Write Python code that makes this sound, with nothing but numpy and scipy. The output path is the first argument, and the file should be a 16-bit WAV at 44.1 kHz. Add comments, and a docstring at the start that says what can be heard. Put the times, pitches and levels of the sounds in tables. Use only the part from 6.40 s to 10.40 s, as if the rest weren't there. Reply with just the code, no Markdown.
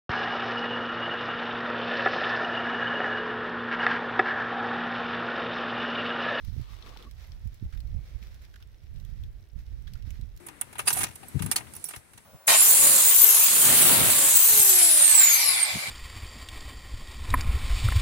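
"""Light wind buffets the microphone ports of a hand-held camera turning slowly in a snowy yard.
Eddies rumble and thump, mostly on the right port, over a soft hush of air.
Snow grains tick on and near the camera. A jacket rustles with the turn, catches and scuffs once,
and packed snow crunches faintly as it gives way underfoot."""
import sys
import numpy as np
from scipy.fft import rfft, irfft, next_fast_len
from scipy.io import wavfile
from scipy.ndimage import uniform_filter1d, map_coordinates

SR = 44100
rng = np.random.default_rng(int(sys.argv[2]) if len(sys.argv) > 2 else 0)


def wrap_up_sound(samples):
    """Save the sound to the file named by the first command line argument, as 16-bit audio."""
    columns = np.atleast_2d(samples).T
    # keep every value between -1 and 1, then stretch to whole-number steps
    tamed = np.clip(columns, -1, 1)
    steps = np.round(tamed * 32767).astype(np.int16)
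    wavfile.write(sys.argv[1], SR, steps)


N = 176400

# EQ for the body of a snow grain's tick and for its bright top: f/Hz, gain/dB
GRAIN_BODY_EQ = [(400, -43), (1400, -6.5), (2400, 0), (3700, 3), (4900, -3), (5700, 5), (7500, -73),
                 (15000, -56)]
GRAIN_TOP_EQ = [(2000, -51), (6000, 3), (8500, 1), (10000, -0.5), (12500, 4.5), (15500, 0.5)]


def amp(db):
    return 10 ** (np.asarray(db) / 20)


def unit(x):
    """Scaled to rms 1."""
    return x / np.sqrt(np.mean(x ** 2) + 1e-20)


def curves(rows):
    """One value per sample for each column after the time."""
    times, *columns = np.transpose(rows)
    return [np.interp(np.arange(N) / SR, times, column) for column in columns]


def wobble(rate):
    """A smooth random curve, rate knots a second."""
    knots = rng.standard_normal(int(N * rate / SR) + 4)
    return map_coordinates(knots, [np.arange(N) * rate / SR])


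def colour(x, eq):
    """x shaped by (Hz, dB) points on a log axis."""
    n = x.shape[-1]
    m = next_fast_len(n + 4096)
    hz, db = np.transpose(eq)
    gain = amp(np.interp(np.log(np.fft.rfftfreq(m, 1 / SR) + 1), np.log(hz), db))
    return irfft(rfft(x, m) * gain, m)[..., :n]


def ring(x, hz, width_hz):
    """x through two like resonances in series, each width_hz wide with gain 1 at its centre."""
    n = x.shape[-1]
    m = next_fast_len(n + 4096)
    f = np.fft.rfftfreq(m, 1 / SR)
    resonance = 1j * f * width_hz / (hz * hz - f * f + 1j * f * width_hz)
    return irfft(rfft(x, m) * resonance ** 2, m)[..., :n]


def stereo_noise(alike, size=N):
    """Left and right white noise that share the fraction alike of their power."""
    noise = rng.standard_normal((3, size))
    return np.sqrt(alike) * noise[0] + np.sqrt(1 - alike) * noise[1:]


def pan(db):
    """Left and right gains of mean power 1; db is left minus right."""
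    gains = np.array([amp(db / 2), amp(-db / 2)]).reshape(2, -1)
    return gains / np.sqrt(np.mean(gains ** 2, axis=0))


def add(out, start_s, x):
    """Mix x in at start_s."""
    i = max(0, round(start_s * SR))
    part = out[:, i:i + x.shape[1]]
    part += x[:, :part.shape[1]]


def wind():
    """Turbulence rumbles on each port separately; gusts bring up a finer flutter."""
    # gusts at the ports: t/s, level/dB, pan/dB
    gusts = [(0.0, -48, -23), (0.02, -45.5, -7), (0.07, -37.5, -28), (0.2, -36, -22), (0.27, -49.5, -6),
             (0.33, -43.5, -28), (0.44, -54, -5), (0.49, -50, -21), (0.62, -54, -1), (0.72, -49, -12),
             (0.85, -47.5, -9), (1.0, -48.5, -5), (1.06, -37, -17), (1.19, -57, -1), (1.22, -45, -11.5),
             (1.27, -34.5, 0), (1.3, -52.5, -9), (1.37, -33, -28), (1.41, -42.5, -18), (1.51, -39.5, -7.5),
             (1.57, -35.5, -20), (1.68, -52, 4), (1.76, -40, -26), (1.83, -45.5, -10.5), (1.97, -50, -4.5),
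             (2.24, -54, -4.5), (2.45, -53, -8.5), (2.56, -43.5, -14), (2.71, -40, -23),
             (2.85, -44.5, -4.0), (3.02, -49.5, -11), (3.06, -61.5, 5), (3.16, -40, -30), (3.2, -44, -3),
             (3.51, -43, -21.5), (3.6, -45.5, -13), (3.68, -37, -30), (3.77, -46, -8), (3.8, -36.5, -24),
             (3.87, -42.5, -19.5), (4.0, -55, 8.5)]
    # EQ for the deep rumble and for the flutter above it: f/Hz, gain/dB
    rumble_eq = [(12, -8), (28, -3.5), (42, 1.5), (54, 5.5), (68, 0.5), (85, -1.5), (120, -9), (170, -21),
                 (250, -33.5), (400, -48.5), (800, -54), (2000, -76)]
    flutter_eq = [(100, -13), (180, 5), (250, -7.5), (400, -23), (700, -26.5), (1500, -45)]
    full_gust_db, flutter_growth = -37.5, 1.68  # growth in dB per dB of wind
    level_db, pan_db = curves(gusts)
    flow = unit(colour(stereo_noise(alike=0), rumble_eq))
    # dividing by its own envelope steadies the flow, so the gusts set the dynamics
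    envelope = np.sqrt(np.abs(uniform_filter1d(flow ** 2, size=3500, axis=1)) + 1e-6)
    rumble = flow / envelope * amp(level_db + 4.5 + 1.76 * wobble(22.2))
    flutter = unit(colour(stereo_noise(alike=0) * amp(6 * wobble(45)), flutter_eq))
    flutter_db = -54.5 + flutter_growth * (level_db - full_gust_db)
    return (rumble + flutter * amp(flutter_db)) * pan(pan_db)


def eddies():
    """A single eddy thumps a port with one quick push and pull of pressure."""
    # eddy thumps: t/s, half width/s, level/dB, pan/dB
    thumps = [(0.085, 0.0028, -28.5, -32), (0.166, 0.0014, -34, -31), (0.197, 0.0019, -28.5, -33),
              (1.058, 0.0028, -28, -22), (1.227, 0.0021, -25, -36), (3.164, 0.0037, -25.5, -24),
              (3.676, 0.0018, -37.5, -4), (3.795, 0.0026, -30, -21)]
    out = np.zeros((2, N))
    t = np.arange(N) / SR
    for centre_s, half_width_s, level_db, pan_db in thumps:
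        offset = (t - centre_s) / half_width_s
        pulse = -2 * offset / (1 + offset ** 2) ** 2
        out += pulse * amp(level_db) * pan(pan_db)
    return out


def yard_air():
    """The soft hush of the yard, its level swaying slightly."""
    # EQ for the air bed: f/Hz, gain/dB
    hush_eq = [(40, 14), (150, -2.5), (350, 4.5), (600, -2.5), (1100, -10), (1900, -8.5), (3800, -14),
               (5600, -19.5), (7500, -23), (10000, -22), (15500, -21)]
    level_db = -64 + 0.9 * wobble(3.47)
    return amp(level_db) * unit(colour(stereo_noise(alike=0.33), hush_eq))


def jacket_rustle():
    """Cloth slides in fine-grained swells and sounds a little different at each port."""
    # rustle swells: t/s, level/dB
    swells = [(0, -63.5), (.15, -60), (.3, -66), (.5, -60), (.63, -63.5), (.72, -63.5), (.88, -61),
              (1.02, -64), (1.15, -66), (1.45, -67.5), (1.7, -61), (1.86, -60.5), (2.05, -67),
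              (2.35, -71.5), (2.7, -68), (3.1, -74), (3.23, -69), (3.4, -69), (3.55, -66), (3.77, -65),
              (3.9, -72.5), (4, -66.5)]
    # where the jacket sits: t/s, pan/dB
    position = [(0, 10), (.3, -0.5), (.85, -2.5), (4, -3)]
    # cloth EQ at each port: f/Hz, gain/dB
    left_eq = [(200, -2), (600, -11), (1200, -1), (2000, -6), (3700, 1), (4900, -1), (5600, 0.5),
               (7200, -14), (10000, -13), (15000, -11)]
    right_eq = [(200, -29), (600, -5), (1100, -4.5), (1900, 5), (3000, -4), (4000, -4.5), (5600, -7),
                (7200, -12), (10000, -18.5), (13000, -11.5), (15500, -16.5)]
    level_db, = curves(swells)
    pan_db, = curves(position)
    left, right = stereo_noise(alike=0.061) * amp(1.95 * wobble(500) + 2.7 * wobble(25.06))
    cloth = np.array([unit(colour(left, left_eq)), unit(colour(right, right_eq))])
    return cloth * amp(level_db) * pan(pan_db)


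def fine_snow(grains_per_s=95, t60_s=0.0067):
    """Many tiny grains land at random to either side, some dull, some bright."""
    body, top = np.zeros((2, 2, N))
    t = np.arange(512) / SR
    for when, size_draw, side, brightness in rng.random((int(grains_per_s * N / SR), 4)):
        level_db = -71 + 2 * min(-np.log(size_draw), 3.2)  # a few stand out
        burst = rng.standard_normal((2, len(t)))
        grain = burst * amp(level_db - 60 * t / t60_s) * pan(20 * (side - 0.5))
        add(body, when * N / SR, grain * (1 - brightness))
        add(top, when * N / SR, grain * brightness)
    return amp(15.5) * colour(body, GRAIN_BODY_EQ) + amp(6.5) * colour(top, GRAIN_TOP_EQ)


def snow_ticks(attack_s=0.0003, tick_t60_s=0.0028, spray_t60_s=0.05):
    """Each larger grain lands with a sharp tick at its own pitch and a faint spray of fragments."""
    # grain hits: t/s, level/dB, f/Hz, treble send/dB, pan/dB
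    hits = [(.049, -45, 5000, -3, -9), (0.215, -47.5, 4350, -6.5, 6), (0.425, -35, 3730, -37, 8),
            (.493, -40.5, 3840, -14, 27), (.573, -37, 3900, -14, 16), (.625, -40.5, 3440, -10, -7),
            (0.712, -40.5, 5300, -7.5, -2), (.873, -58.5, 5000, 2, 14), (0.92, -41.5, 3350, -15, 19),
            (1.074, -49.5, 5130, -1, 0), (1.144, -57.5, 5000, 7, 3), (1.375, -42.5, 3670, -9, 13),
            (1.404, -41.5, 4440, -7, 15), (1.473, -48, 4200, -8.5, 14), (1.827, -40.5, 2230, -19, 0),
            (1.836, -52, 3670, -1, -17), (1.870, -45.5, 3630, -13, 12), (1.945, -50, 5100, -1, -3),
            (2.021, -58, 3970, 5, -3), (2.051, -43, 3400, -14, 14), (2.226, -40, 3060, -14, -1),
            (2.56, -45, 3180, -27, 16), (2.600, -47, 3860, -7.5, -1), (2.65, -46.5, 3330, -3, 3),
            (2.837, -43.5, 3430, -10, 16), (3.265, -50, 4270, -12, 2), (3.423, -56, 5470, 1.5, -3),
            (3.536, -39.5, 4570, -6.5, -1.5), (3.624, -45, 2700, -11.5, 0), (3.706, -45, 2600, 1, -2),
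            (3.813, -43.5, 4000, -11, 13), (3.964, -53, 5000, 2, -2), (3.975, -48, 4300, 0.5, -7)]
    body, top, pitched = np.zeros((3, 2, N))
    t = np.arange(2048) / SR
    decay = amp(-60 * t / tick_t60_s) + amp(-21 - 60 * t / spray_t60_s)
    envelope = (1 - np.exp(-t / attack_s)) * decay
    for start_s, level_db, hz, treble_db, pan_db in hits:
        gain = amp(level_db + 3.5) * pan(pan_db) * envelope
        add(body, start_s, gain * stereo_noise(alike=0.052, size=len(t)))
        add(pitched, start_s, ring(gain * stereo_noise(alike=0.17, size=len(t)), hz, width_hz=620))
        add(top, start_s, gain * amp(treble_db) * stereo_noise(alike=0, size=len(t)))
    clicks = amp(4.5) * colour(body, GRAIN_BODY_EQ) + amp(6) * colour(top, GRAIN_TOP_EQ)
    return clicks + amp(13) * pitched


def jacket_scuff(press_s=0.428, release_s=0.69):
    """A rub with a flickering squeak; under pressure the cloth sticks and slips in dull grains."""
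    # the scuffing stroke: t/s, level/dB, pan/dB
    stroke = [(.1, -100, -5), (.23, -61.5, 5), (.42, -59, 2.5), (.47, -53.5, 9), (.57, -59.5, 0),
              (.645, -54.5, 1), (.73, -100, -5)]
    # EQ for the light rub and for the dull drag: f/Hz, gain/dB
    rub_eq = [(300, -8), (700, -9), (1150, -2), (1800, -12), (2600, -9), (3800, -8.5), (6000, -21.5),
              (15000, -32)]
    drag_eq = [(80, -3), (200, 2.5), (350, 0), (520, 1), (850, -24), (1400, -20), (3000, -43), (8000, -58)]
    level_db, pan_db = curves(stroke)
    t = np.arange(N) / SR
    rub = unit(colour(stereo_noise(alike=0.17) * amp(2.6 * wobble(350)), rub_eq))
    grip = stereo_noise(alike=0.79) * amp(4 * wobble(40.7))
    squeak = amp(-8) * unit(ring(grip, hz=1150, width_hz=190))
    pressure = uniform_filter1d(1.0 * ((t > press_s) & (t < release_s)), size=900)
    stick_slip = stereo_noise(alike=0.34) * amp(4.7 * wobble(110.56))
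    drag = amp(-58.5) * unit(colour(stick_slip, drag_eq))
    return ((rub + squeak) * amp(level_db) + drag * pressure) * pan(pan_db)


def cloth_catches():
    """The sliding cloth grips for a moment and sounds one resonance."""
    # grips, each centred on its time: t/s, length/s, level/dB, f/Hz, width/Hz, pan/dB
    grips = [(.461, 0.0079, -68, 420, 500, 12), (0.51, 0.044, -58, 665, 298, 24),
             (0.565, 0.0047, -46, 870, 453, 8), (0.665, 0.022, -58, 1133, 70, 6),
             (0.67, 0.028, -51, 200, 120, 1), (0.877, 0.22, -70, 620, 804, 3),
             (1.683, 0.39, -77, 2190, 298, -1), (1.701, 0.49, -71.5, 495, 447, 0)]
    out = np.zeros((2, N))
    t = np.arange(SR) / SR
    middle_s = t.mean()
    for centre_s, length_s, level_db, hz, width_hz, pan_db in grips:
        tone = unit(ring(stereo_noise(alike=1, size=len(t)), hz, width_hz))
        swell = np.exp(-2 * ((t - middle_s) / length_s) ** 2)
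        add(out, centre_s - middle_s, tone * swell * amp(level_db) * pan(pan_db))
    return out


def snow_crunches(attack_s=0.00026):
    """Packed snow gives way underfoot in short gritty bursts with a hollow ring."""
    # collapses of the snow: t/s, level/dB, t60/s, f/Hz, pan/dB
    collapses = [(1.324, -51, 0.088, 1510, -4), (1.334, -55.5, 0.1, 2070, -6),
                 (1.347, -54, 0.065, 1580, -2), (1.374, -56, 0.023, 1680, -11),
                 (2.140, -49, 0.035, 1590, -1), (2.158, -46.5, 0.044, 1640, -7),
                 (2.202, -60.5, 0.16, 1390, -5), (3.471, -53.5, 0.078, 3650, -8),
                 (3.476, -48, 0.034, 1610, -2), (3.553, -53.5, 0.058, 1450, -4),
                 (3.706, -51, 0.028, 2610, -15)]
    # EQ for the grit: f/Hz, gain/dB
    grit_eq = [(700, -21), (1500, -5.5), (2100, -14), (2800, -4), (3700, -8), (5500, -12.5), (8000, -20),
               (15000, -21.5)]
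    grit, hollow = np.zeros((2, 2, N))
    t = np.arange(6000) / SR
    for start_s, level_db, t60_s, hz, pan_db in collapses:
        envelope = (1 - np.exp(-t / attack_s)) * amp(level_db + 11 - 60 * t / t60_s)
        burst = envelope * pan(pan_db) * stereo_noise(alike=0.18, size=len(t))
        add(grit, start_s, burst)
        add(hollow, start_s, ring(burst, hz, width_hz=0.38 * hz))
    return colour(grit * amp(0.74 * wobble(950)), grit_eq) + amp(2) * hollow


def scene():
    """Wind on the ports over the small sounds of cloth and snow."""
    air = wind() + eddies() + yard_air()
    jacket = jacket_rustle() + jacket_scuff() + cloth_catches()
    snow = snow_ticks() + fine_snow() + snow_crunches()
    return air + jacket + snow


def record(dry):
    """The camera passes nothing above its band limit."""
    top_hz = 15800
    m = next_fast_len(N + 8192)
    passband = np.fft.rfftfreq(m, 1 / SR) < top_hz
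    return irfft(rfft(dry, m) * passband, m)[:, :N]


dry = scene()
out = record(dry)
wrap_up_sound(out)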